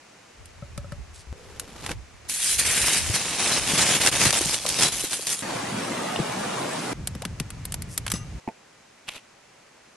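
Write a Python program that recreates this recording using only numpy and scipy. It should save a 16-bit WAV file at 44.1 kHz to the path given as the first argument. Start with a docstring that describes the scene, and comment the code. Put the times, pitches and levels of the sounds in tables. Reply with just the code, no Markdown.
"""Cooking outdoors in the snow

A sausage flops on a wooden slab, is skinned, and is wrapped in foil whose creases snap loudly.
A kettle is dipped in a rushing stream, then set down beside a fire of popping wood.
A wooden bowl knocks and scrapes on rock. Wind rumbles on the microphone over a faint, far hiss."""
import sys
import numpy as np
from scipy import signal
from scipy.io import wavfile
from scipy.ndimage import uniform_filter1d, map_coordinates

SR = 44100
rng = np.random.default_rng(int(sys.argv[2]) if len(sys.argv) > 2 else 0)


def transcribe(signal):
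    """Save signal, clipped to [-1, 1], as a 16-bit WAV file at the path in sys.argv[1]."""
    frames = np.atleast_2d(signal).T
    limited = np.clip(frames, -1, 1)
    pcm = np.round(limited * 32767).astype(np.int16)
    wavfile.write(sys.argv[1], SR, pcm)


N = 439236
T = np.arange(N) / SR

FOIL_RUSTLE_SPANS = [(2.283, 1.809, -30), (4.11, 1.305, -34)]  # light foil rustle, broken by one brief gap: t/s, length/s, level/dB
FOIL_SQUEEZES = [(2.29, 0.12, -31), (2.41, 0.13, -22), (2.578, 0.021, -18), (2.64, 0.34, -22.5),
                 (3.13, 0.029, -23), (3.385, 0.19, -25), (3.66, .1, -25.5), (3.77, 0.057, -19.5),
                 (3.85, .11, -22), (4.0, 0.1, -22), (4.115, 0.085, -24.5), (4.195, 0.084, -19.5),
                 (4.322, 0.066, -22.5), (4.4, .15, -25.5), (4.655, 0.11, -28), (4.78, 0.08, -18.5),
                 (4.91, 0.14, -29), (5.105, 0.034, -24.5), (5.268, 0.06, -24.5)]  # fingers press the foil: t/s, length/s, end level/dB
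# foil pitch ranges against the fine creases: t/s, top boost/dB, large faces/dB, whole sheet/dB
FOIL_BALANCE = [(2.3, 7.5, -12, -24), (2.55, 4, -14, -23), (2.635, 3, -5, -13), (2.95, 2.5, -6, -12),
                (3.299, -4, -4.5, -6), (4.3, -1, -3, -6.5), (4.45, -1, -8.5, -11.5), (4.85, -3, -6.5, -8),
                (5.05, 3.5, -10, -14.5)]
FOIL_TONE = [(60, -4.5), (130, 4), (400, 0), (6200, 0), (7700, -1), (9600, 2.5), (12000, -7)]  # tone of the foil: f/Hz, level/dB
FOIL_BUCKLES = [(2.2965, -16.5, 10000), (2.36, -22, 9000), (2.883, -11, 2022), (3.866, -14, 1800),
                (4.0623, -4, 3200), (4.072, -4.5, 2700), (4.2538, -8.5, 3960), (4.3061, -9, 2780),
                (4.3275, -8, 5000), (4.5438, -11.5, 3280), (4.6634, -11.5, 4400), (4.6896, -8, 9000),
                (4.809, -10.5, 860), (4.833, -8.5, 5820), (5.131, -15.5, 1800), (5.2695, -12.5, 8300)]  # big folds give way: t/s, peak level/dB, f/Hz

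SAUSAGE_LANDINGS = [(.624, -34), (0.779, -30.5), (0.844, -35.5), (0.922, -31.5)]  # the sausage hits the slab: t/s, level/dB
SLAB_NOTES = [(570, -3.5, 0.11), (1300, -8, 0.07)]  # the slab's ring: f/Hz, level/dB, fade time/s
FINGER_RUB = [(1.335, -52), (1.68, -58)]  # fingers rub the sausage: t/s, level/dB
SKIN_PULLS = [(1.35, 0.494, -43), (1.8, .12, -32)]  # tugs on the skin: t/s, length/s, end level/dB
SKIN_TONE = [(150, 6.5), (3500, -9), (12000, -17)]  # tone of tearing skin and of the grazing kettle: f/Hz, level/dB
SKIN_SMACKS = [(.457, -33, 7000), (.777, -24, 3360), (.921, -26.5, 1400), (1.597, -14.5, 6750),
               (1.863, -16.5, 2140), (1.893, -19, 1500), (1.915, -19.5, 2420)]  # wet snaps of the skin: t/s, peak level/dB, f/Hz
HAND_SWISHES = [(1.13, 0.085, -51)]  # a swish of handling: t/s, length/s, level/dB

WATER_TONE = [(50, -26.5), (130, -3.5), (220, -0.5), (450, -7.5), (900, -7.5), (4700, -20.5), (9300, -22.5),
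              (12000, -30.5)]  # tone of the stream: f/Hz, level/dB
HANDLE_CLACKS = [(6.161, -16)]  # the kettle's handle clacks: t/s, level/dB
HANDLE_NOTES = [(3200, 0, .07)]  # the handle's ring: f/Hz, level/dB, fade time/s
KETTLE_CLINKS = [(8.103, -31), (8.138, -25), (8.157, -30)]  # the kettle rattles on rock: t/s, level/dB
KETTLE_NOTES = [(1227, -14.5, 0.45), (1970, -18, 0.35), (2780, -16, 0.41), (5120, -9, 0.17),
                (5938, -3, 0.21), (6272, -10, .3), (7900, -7, .17), (10100, -5, 0.15)]  # the kettle's ring: f/Hz, level/dB, fade time/s

FLAME_FLUTTER = [(6.93, 1.455, -38)]  # low flutter of the fire: t/s, length/s, level/dB
# burning wood pops, then sharp taps as the kettle is set down: t/s, peak level/dB, f/Hz
POPS_AND_TAPS = [(7.0728, -9.5, 10000), (7.1509, -25, 1740), (7.2208, -21, 2540), (7.2516, -12, 2640),
                 (7.3997, -13, 3800), (7.504, -21.5, 9380), (7.653, -13, 10300), (7.7223, -14.5, 9280),
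                 (7.7416, -12, 9900), (7.821, -19, 8660), (7.9772, -5.5, 10200), (8.0654, -12.5, 1170),
                 (8.0793, -15.5, 2650), (8.1012, -19, 5930), (8.1177, -7, 8800)]
POP_TONE = [(200, -1.5), (1500, 4.5), (6500, -2.5), (8500, 2.5)]  # tone of the pops, taps and skin smacks: f/Hz, level/dB
STEAM_WHISTLE = [(7.219, 402, -34), (7.25, 1150, -42)]  # steam escapes from a log: t/s, f/Hz, level/dB
SAP_SIZZLES = [(7.875, 0.082, -45.5)]  # sap sizzles before the loudest pop: t/s, length/s, level/dB

BOWL_KNOCKS = [(8.476, -19, 806), (8.487, -21, 700)]  # the bowl hits rock: t/s, peak level/dB, f/Hz
BOWL_TONE = [(900, 0.5), (1300, -30), (2300, -7), (3300, -31)]  # tone of the hollow bowl: f/Hz, level/dB
BOWL_SLIDE = [(9.065, -64), (9.091, -24), (9.098, -47), (9.165, -39), (9.22, -68)]  # the bowl slides over grit: t/s, level/dB
GRIT_TONE = [(1800, -11.5), (2750, -1), (5000, -16.5), (12000, -19.5)]  # tone of the scrape: f/Hz, level/dB
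DULL_BLOWS = [(3.098, -19.5, 104), (3.735, -17.5, 167), (4.265, -18.5, 110), (4.331, -15, 470),
              (4.41, -18.5, 303), (4.459, -22.5, 148), (4.653, -13, 457), (5.039, -20.5, 280),
              (5.194, -26, 340), (6.19, -17, 306), (6.2, -13.5, 141), (7.154, -23, 183), (7.255, -22, 171),
              (7.405, -19.5, 144), (8.138, -16.5, 162), (8.478, -20.5, 223)]  # thuds of sausage, hands, kettle, logs and bowl: t/s, level/dB, f/Hz

MIC_BUMP = [(1.272, -39), (1.328, -27)]  # a bump on the microphone: t/s, level/dB
WIND_GUSTS = [(.5, 0.47, -40), (1.85, 0.13, -38), (2.5, 0.35, -40.5), (2.95, 0.16, -35), (3.55, 0.93, -42)]  # gusts and handling on the microphone: t/s, length/s, end level/dB
HISS_STEPS = [(0, -53), (2.25, -50), (8.4, -55.5)]  # the far hiss steps to a new loudness: t/s, level/dB
HISS_TONE = [(30, -9), (150, 4), (2400, -1), (3400, -7.5), (6600, -7), (12000, -20)]  # tone of the far hiss: f/Hz, level/dB

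# Sounds are built as two rows: mid (what both ears share) and side (how left and right differ).
NEAR_WIDTH = [(300, -13.5), (750, -3.5), (1500, -33.5), (2800, -11), (7600, 1), (8200, -19)]  # stereo width of close sounds: f/Hz, side against mid/dB
FAR_WIDTH = [(200, -18.5), (700, 3.5), (1700, -15), (2500, -2.5), (7600, -3.5), (9300, -8.5)]  # stereo width of sounds all around: f/Hz, side against mid/dB
A_LITTLE_LEFT = np.array([[1], [.2]])  # mid gain, side gain


def foil():
    """Thousands of creases snap each second; as the parcel tightens they get fewer and clearer."""
    loose = steady(crackle(per_s=6000, spread_db=-1.5, clump_db=0.8, fade_s=0.006))
    tight = steady(crackle(per_s=2000, spread_db=1.5, clump_db=1.08, fade_s=0.014))
    crisp = .52 * steady(crackle(per_s=200, spread_db=3, clump_db=0, fade_s=.004))
    tightness = np.clip(T - 3.6, 0, 1)
    blend = np.sqrt(1 - tightness) * loose + np.sqrt(tightness) * (tight + crisp)
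    creases = colour(blend, FOIL_TONE)
    s, top_db, faces_db, sheet_db = np.transpose(FOIL_BALANCE)
    top = signal.sosfiltfilt(signal.butter(3, 8500, "high", fs=SR, output="sos"), creases)
    creases = creases + top * (amp(np.interp(T, s, top_db)) - 1)
    fine = steady(shimmer(band(creases, 2800, SR / 2, order=4)))
    flexing = colour(tight + crisp, FOIL_TONE)
    faces = steady(band(flexing, 1480, 2910, order=2)) * amp(np.interp(T, s, faces_db))
    sheet = steady(band(flexing, 78, 1310)) * amp(np.interp(T, s, sheet_db))
    return (fine + faces + sheet) * foil_loudness() + snaps(FOIL_BUCKLES, FOIL_TONE, fade_s=0.016)


def foil_loudness():
    """Squeezes swell over a light rustle; both drop out for one brief gap."""
    edge_s = 0.0088
    sounding = strokes([(start, length, 0) for start, length, _ in FOIL_RUSTLE_SPANS], edge_s, edge_s)
    squeezes = strokes(FOIL_SQUEEZES, rise_s=0.013, fall_s=0.023, build_db=2)
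    return np.hypot(strokes(FOIL_RUSTLE_SPANS, edge_s, edge_s), sounding * squeezes)


def sausage():
    """It bounces on the ringing slab; fingers rub it and the skin tears off in sticky little slips."""
    slab = struck(SAUSAGE_LANDINGS, SLAB_NOTES, detune=0.012)
    flops = thuds([(s, db + 2, 63) for s, db in SAUSAGE_LANDINGS], sag=2.33, sag_s=0.012)
    rub = steady(band(noise(), 390, 523)) * level(*np.transpose(FINGER_RUB)) * A_LITTLE_LEFT
    pulls = strokes(SKIN_PULLS, rise_s=0.027, fall_s=0.011, build_db=11.5)
    tearing = steady(colour(crackle(), SKIN_TONE)) * pulls
    smacks = snaps(SKIN_SMACKS, POP_TONE, fade_s=0.016, ring=6.2)
    swish = fizz(HAND_SWISHES, lo_hz=3200, hi_hz=10000, rise_s=0.016)
    return slab + flops + rub + tearing + smacks + swish


def stream():
    """Churning water and spray gurgle for a moment; the handle of the dipped kettle clacks once."""
    water = shimmer(noise() + 0.6 * unit_level(crackle()), depth_db=4, width_hz=70)
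    rush = unit_level(colour(water, WATER_TONE, FAR_WIDTH)) * level(s=(5.423, 6.932), db=(-30.5, -30.5))
    return rush + struck(HANDLE_CLACKS, HANDLE_NOTES, detune=.13)


def fireside():
    """Flames flutter, wood pops, steam whistles and sap sizzles; the kettle taps as it is set down."""
    flames = strokes(FLAME_FLUTTER, rise_s=0.015, fall_s=0.0052)
    flutter = rumble(top_hz=143, lumps_db=3.5, side=0.17) * flames
    s, hz, db = np.transpose(STEAM_WHISTLE)
    turns = np.cumsum(np.interp(T, s, hz)) / SR
    whistle = level(s, db) * np.sin(2 * np.pi * turns) * A_LITTLE_LEFT
    pops_and_taps = snaps(POPS_AND_TAPS, POP_TONE, fade_s=0.02, ring=1.4, echo_db=-24.5)
    return flutter + pops_and_taps + whistle + fizz(SAP_SIZZLES, lo_hz=5000, hi_hz=11300, rise_s=0.043)


def kettle():
    """The metal kettle grazes the rock and rings."""
    clank = struck(KETTLE_CLINKS, KETTLE_NOTES, detune=.011, count=5)
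    graze = snaps([(s, db, 6000) for s, db in KETTLE_CLINKS], SKIN_TONE, fade_s=0.13)
    return clank + graze


def bowl():
    """The wooden bowl gives a hollow double knock, then slides briefly over grit."""
    scrape = steady(colour(crackle(), GRIT_TONE)) * level(*np.transpose(BOWL_SLIDE))
    return snaps(BOWL_KNOCKS, BOWL_TONE, fade_s=0.01) + scrape


def thuds(rows, sag=1.0, sag_s=0.0019, cycles=9, rise_s=0.00026, crunch=0.31):
    """Soft, slightly crunchy blows that die fast; their pitch sinks as the contact spreads."""
    out, t = np.zeros((2, N)), np.arange(SR // 4) / SR
    for s, db, hz in rows:
        turns = np.cumsum(hz * (1 + sag * np.exp(-t / sag_s))) / SR
        grain = unit_level(band(rng.standard_normal((1, len(t))), hz / 2, hz * 2, order=2))
        body = np.sin(2 * np.pi * turns) + crunch * grain
        loudness = amp(db - 60 * t * hz / cycles) * (1 - np.exp(-t / rise_s))
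        add(out, s, loudness * body * A_LITTLE_LEFT)
    return out


def bump(hz=64.6):
    """Handling the microphone makes a low note that swells and stops short."""
    return level(*np.transpose(MIC_BUMP)) * np.sin(2 * np.pi * hz * T) * A_LITTLE_LEFT


def wind():
    """Gusts and a light breeze rumble on the microphone."""
    gusts = strokes(WIND_GUSTS, rise_s=0.068, fall_s=0.051, build_db=5)
    breeze = level(s=(.35, 5.05), db=(-52, -52))
    return rumble(top_hz=99, lumps_db=5.0, side=0.7) * np.hypot(gusts, breeze)


def far_hiss():
    """A faint outdoor hiss whose loudness changes in steps."""
    starts, db = np.transpose(HISS_STEPS)
    return unit_level(colour(noise(), HISS_TONE, FAR_WIDTH)) * amp(db[np.searchsorted(starts[1:], T)])


def crackle(per_s=3000, spread_db=2, clump_db=1, fade_s=0.0024, pitches=7):
    """Tiny snaps come in clumps; each is a burst of noise, strongest in one pitch range."""
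    clumps = amp(clump_db * (wander(170) + wander(45)))
    fires = rng.random(N) < per_s / SR
    clicks = fires * amp(spread_db * np.minimum(rng.exponential(1, N), 4)) * clumps
    pitch_group, burst = rng.integers(0, pitches, N), noise()
    power_kept = amp(-60 / (fade_s * SR)) ** 2  # from one sample to the next

    def fading(hits):
        """Gives each click a dying tail."""
        return np.sqrt(signal.lfilter([1], [1, -power_kept], hits ** 2 + 1e-12))

    rings = sum(fading(clicks * (pitch_group == k)) * band(burst, hz / 1.66, hz * 1.6, order=1)
                for k, hz in enumerate(np.geomspace(500, 11000, pitches)))
    return fading(clicks) * burst + rings / np.sqrt(pitches)


def snaps(rows, tone, fade_s, ring=2.1, echo_db=-15.5, rise_s=.0004, size=4096):
    """Short cracks, each strongest near its own pitch, with a faint echo from things nearby."""
    out, t = np.zeros((2, N)), np.arange(size) / SR
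    loudness = (amp(-60 * t / fade_s) + amp(echo_db - 60 * t / 0.075)) * (1 - np.exp(-t / rise_s))
    for s, db, hz in rows:
        burst = rng.standard_normal((2, size)) * loudness
        crack = colour(burst + ring * band(burst, hz / 2, hz * 2, order=1), tone)
        add(out, s - rise_s, amp(db) * crack / abs(crack[0]).max())
    return out


def struck(rows, notes, detune, count=12):
    """Blows make an object ring; its uneven shape splits each note into several close ones."""
    out, t = np.zeros((2, N)), np.arange(SR // 2) / SR
    for s, db in rows:
        ring = np.zeros(len(t))
        for hz, note_db, fade_s in list(notes) * count:
            split_hz = hz * (1 + detune * rng.uniform(-0.98, 1))
            ring += amp(note_db - 60 * t / fade_s) * np.sin(2 * np.pi * split_hz * t)
        add(out, s, amp(db) * ring / count * A_LITTLE_LEFT)
    return out


def fizz(rows, lo_hz, hi_hz, rise_s):
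    """Short, finely grained hisses."""
    return steady(band(crackle(), lo_hz, hi_hz)) * strokes(rows, rise_s, fall_s=0.011) * A_LITTLE_LEFT


def rumble(top_hz, lumps_db, side):
    """Swirling air makes a low, lumpy noise."""
    lumpy = noise() * amp(lumps_db * wander(20))
    return unit_level(band(lumpy, 42.3, top_hz, order=2)) * np.array([[1], [side]])


def shimmer(x, depth_db=4.3, width_hz=120, hold_s=.035, size=1024):
    """Narrow pitch ranges swell and fade at random, as the source changes shape."""
    overlap = size * 3 // 4
    spectra = signal.stft(x, nperseg=size, noverlap=overlap)[2]
    bins, frames = spectra.shape[1:]
    hz, s = np.arange(bins) * SR / size, np.arange(frames) * size / 4 / SR
    grid = np.meshgrid(hz / width_hz, s / hold_s, indexing="ij")
    patches = map_coordinates(rng.standard_normal((400, 400)), grid, order=1, mode="wrap")
    return signal.istft(spectra * amp(depth_db * patches), nperseg=size, noverlap=overlap)[1][:, :N]


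def strokes(rows, rise_s, fall_s, build_db=0):
    """Loudness of a series of movements: each starts, can build up to its end, then dies away."""
    power = np.zeros(N)
    for start, length, db in rows:
        done = np.clip((T - start) / length, 0, 1)
        rise = np.clip((T - start) / rise_s, 0, 1)
        fall = np.exp(-np.clip((T - start - length) / fall_s, 0, 20))
        power += (amp(db + build_db * (done - 1)) * rise * fall) ** 2
    return np.sqrt(power)


def colour(x, tone, width=NEAR_WIDTH, size=2048):
    """Gives a sound its tone and stereo width."""
    hz = abs(np.fft.fftfreq(size, 1 / SR))
    mid_db = db_at(tone, hz)
    log_gain = np.log(amp(np.maximum([mid_db, mid_db + db_at(width, hz)], -100)))
    response = np.exp(np.conj(signal.hilbert(log_gain)))  # rings after a click, never before it
    taps = np.fft.ifft(response).real[:, :size // 2]
    return signal.oaconvolve(x, taps, axes=1)[:, :x.shape[1]]


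def db_at(points, hz):
    """Reads a tone or width table between its rows."""
    f, db = np.transpose(points)
    return np.interp(np.log(hz + 1), np.log(f + 1), db)


def band(x, lo_hz, hi_hz, order=3):
    """Keeps the pitches between two limits."""
    sos = signal.butter(order, [lo_hz, min(hi_hz, SR / 2 - 1)], "band", fs=SR, output="sos")
    return signal.sosfilt(sos, x)


def steady(x):
    """Evens out slow swells to a level of 1 but keeps the fine grain."""
    return x / np.sqrt(abs(uniform_filter1d(x[0] ** 2, size=3000)) + 1e-12)


def unit_level(x):
    """Scales a sound so that its mid has an average (rms) level of 1."""
    return x / np.sqrt(np.mean(x[0] ** 2) + 1e-20)


def wander(per_s):
    """A slow random curve, about 1 in size."""
    points = rng.standard_normal(8000)
    return np.interp(T * per_s, np.arange(len(points)), points)


def noise():
    """Separate noise for mid and side."""
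    return rng.standard_normal((2, N))


def level(s, db):
    """Loudness along a decibel curve, silent outside it."""
    return amp(np.interp(T, s, db, left=-150, right=-150))


def amp(db):
    """Turns decibels into a multiplier."""
    return 10 ** (np.asarray(db) / 20)


def add(mix, s, sound):
    """Mixes a sound in at time s."""
    part = mix[:, max(round(s * SR), 0):][:, :sound.shape[-1]]
    part += sound[..., :part.shape[1]]


def scene():
    """Adds all sources and turns mid and side into left and right."""
    background = far_hiss() + wind() + bump()
    cooking = sausage() + foil() + stream() + fireside() + kettle() + bowl() + thuds(DULL_BLOWS)
    mid, side = background + cooking
    return np.array([mid + side, mid - side])


def record(dry):
    """Rounds off the loudest peaks, then removes the highest treble."""
    ceiling, top_hz = .8, 11920
    rounded = dry / (1 + (dry / ceiling) ** 4) ** (1 / 4)
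    taps = signal.firwin(301, top_hz, window=("kaiser", 9), fs=SR)
    return signal.oaconvolve(rounded, taps[None], "same", axes=1)


dry = scene()
out = record(dry)
transcribe(out)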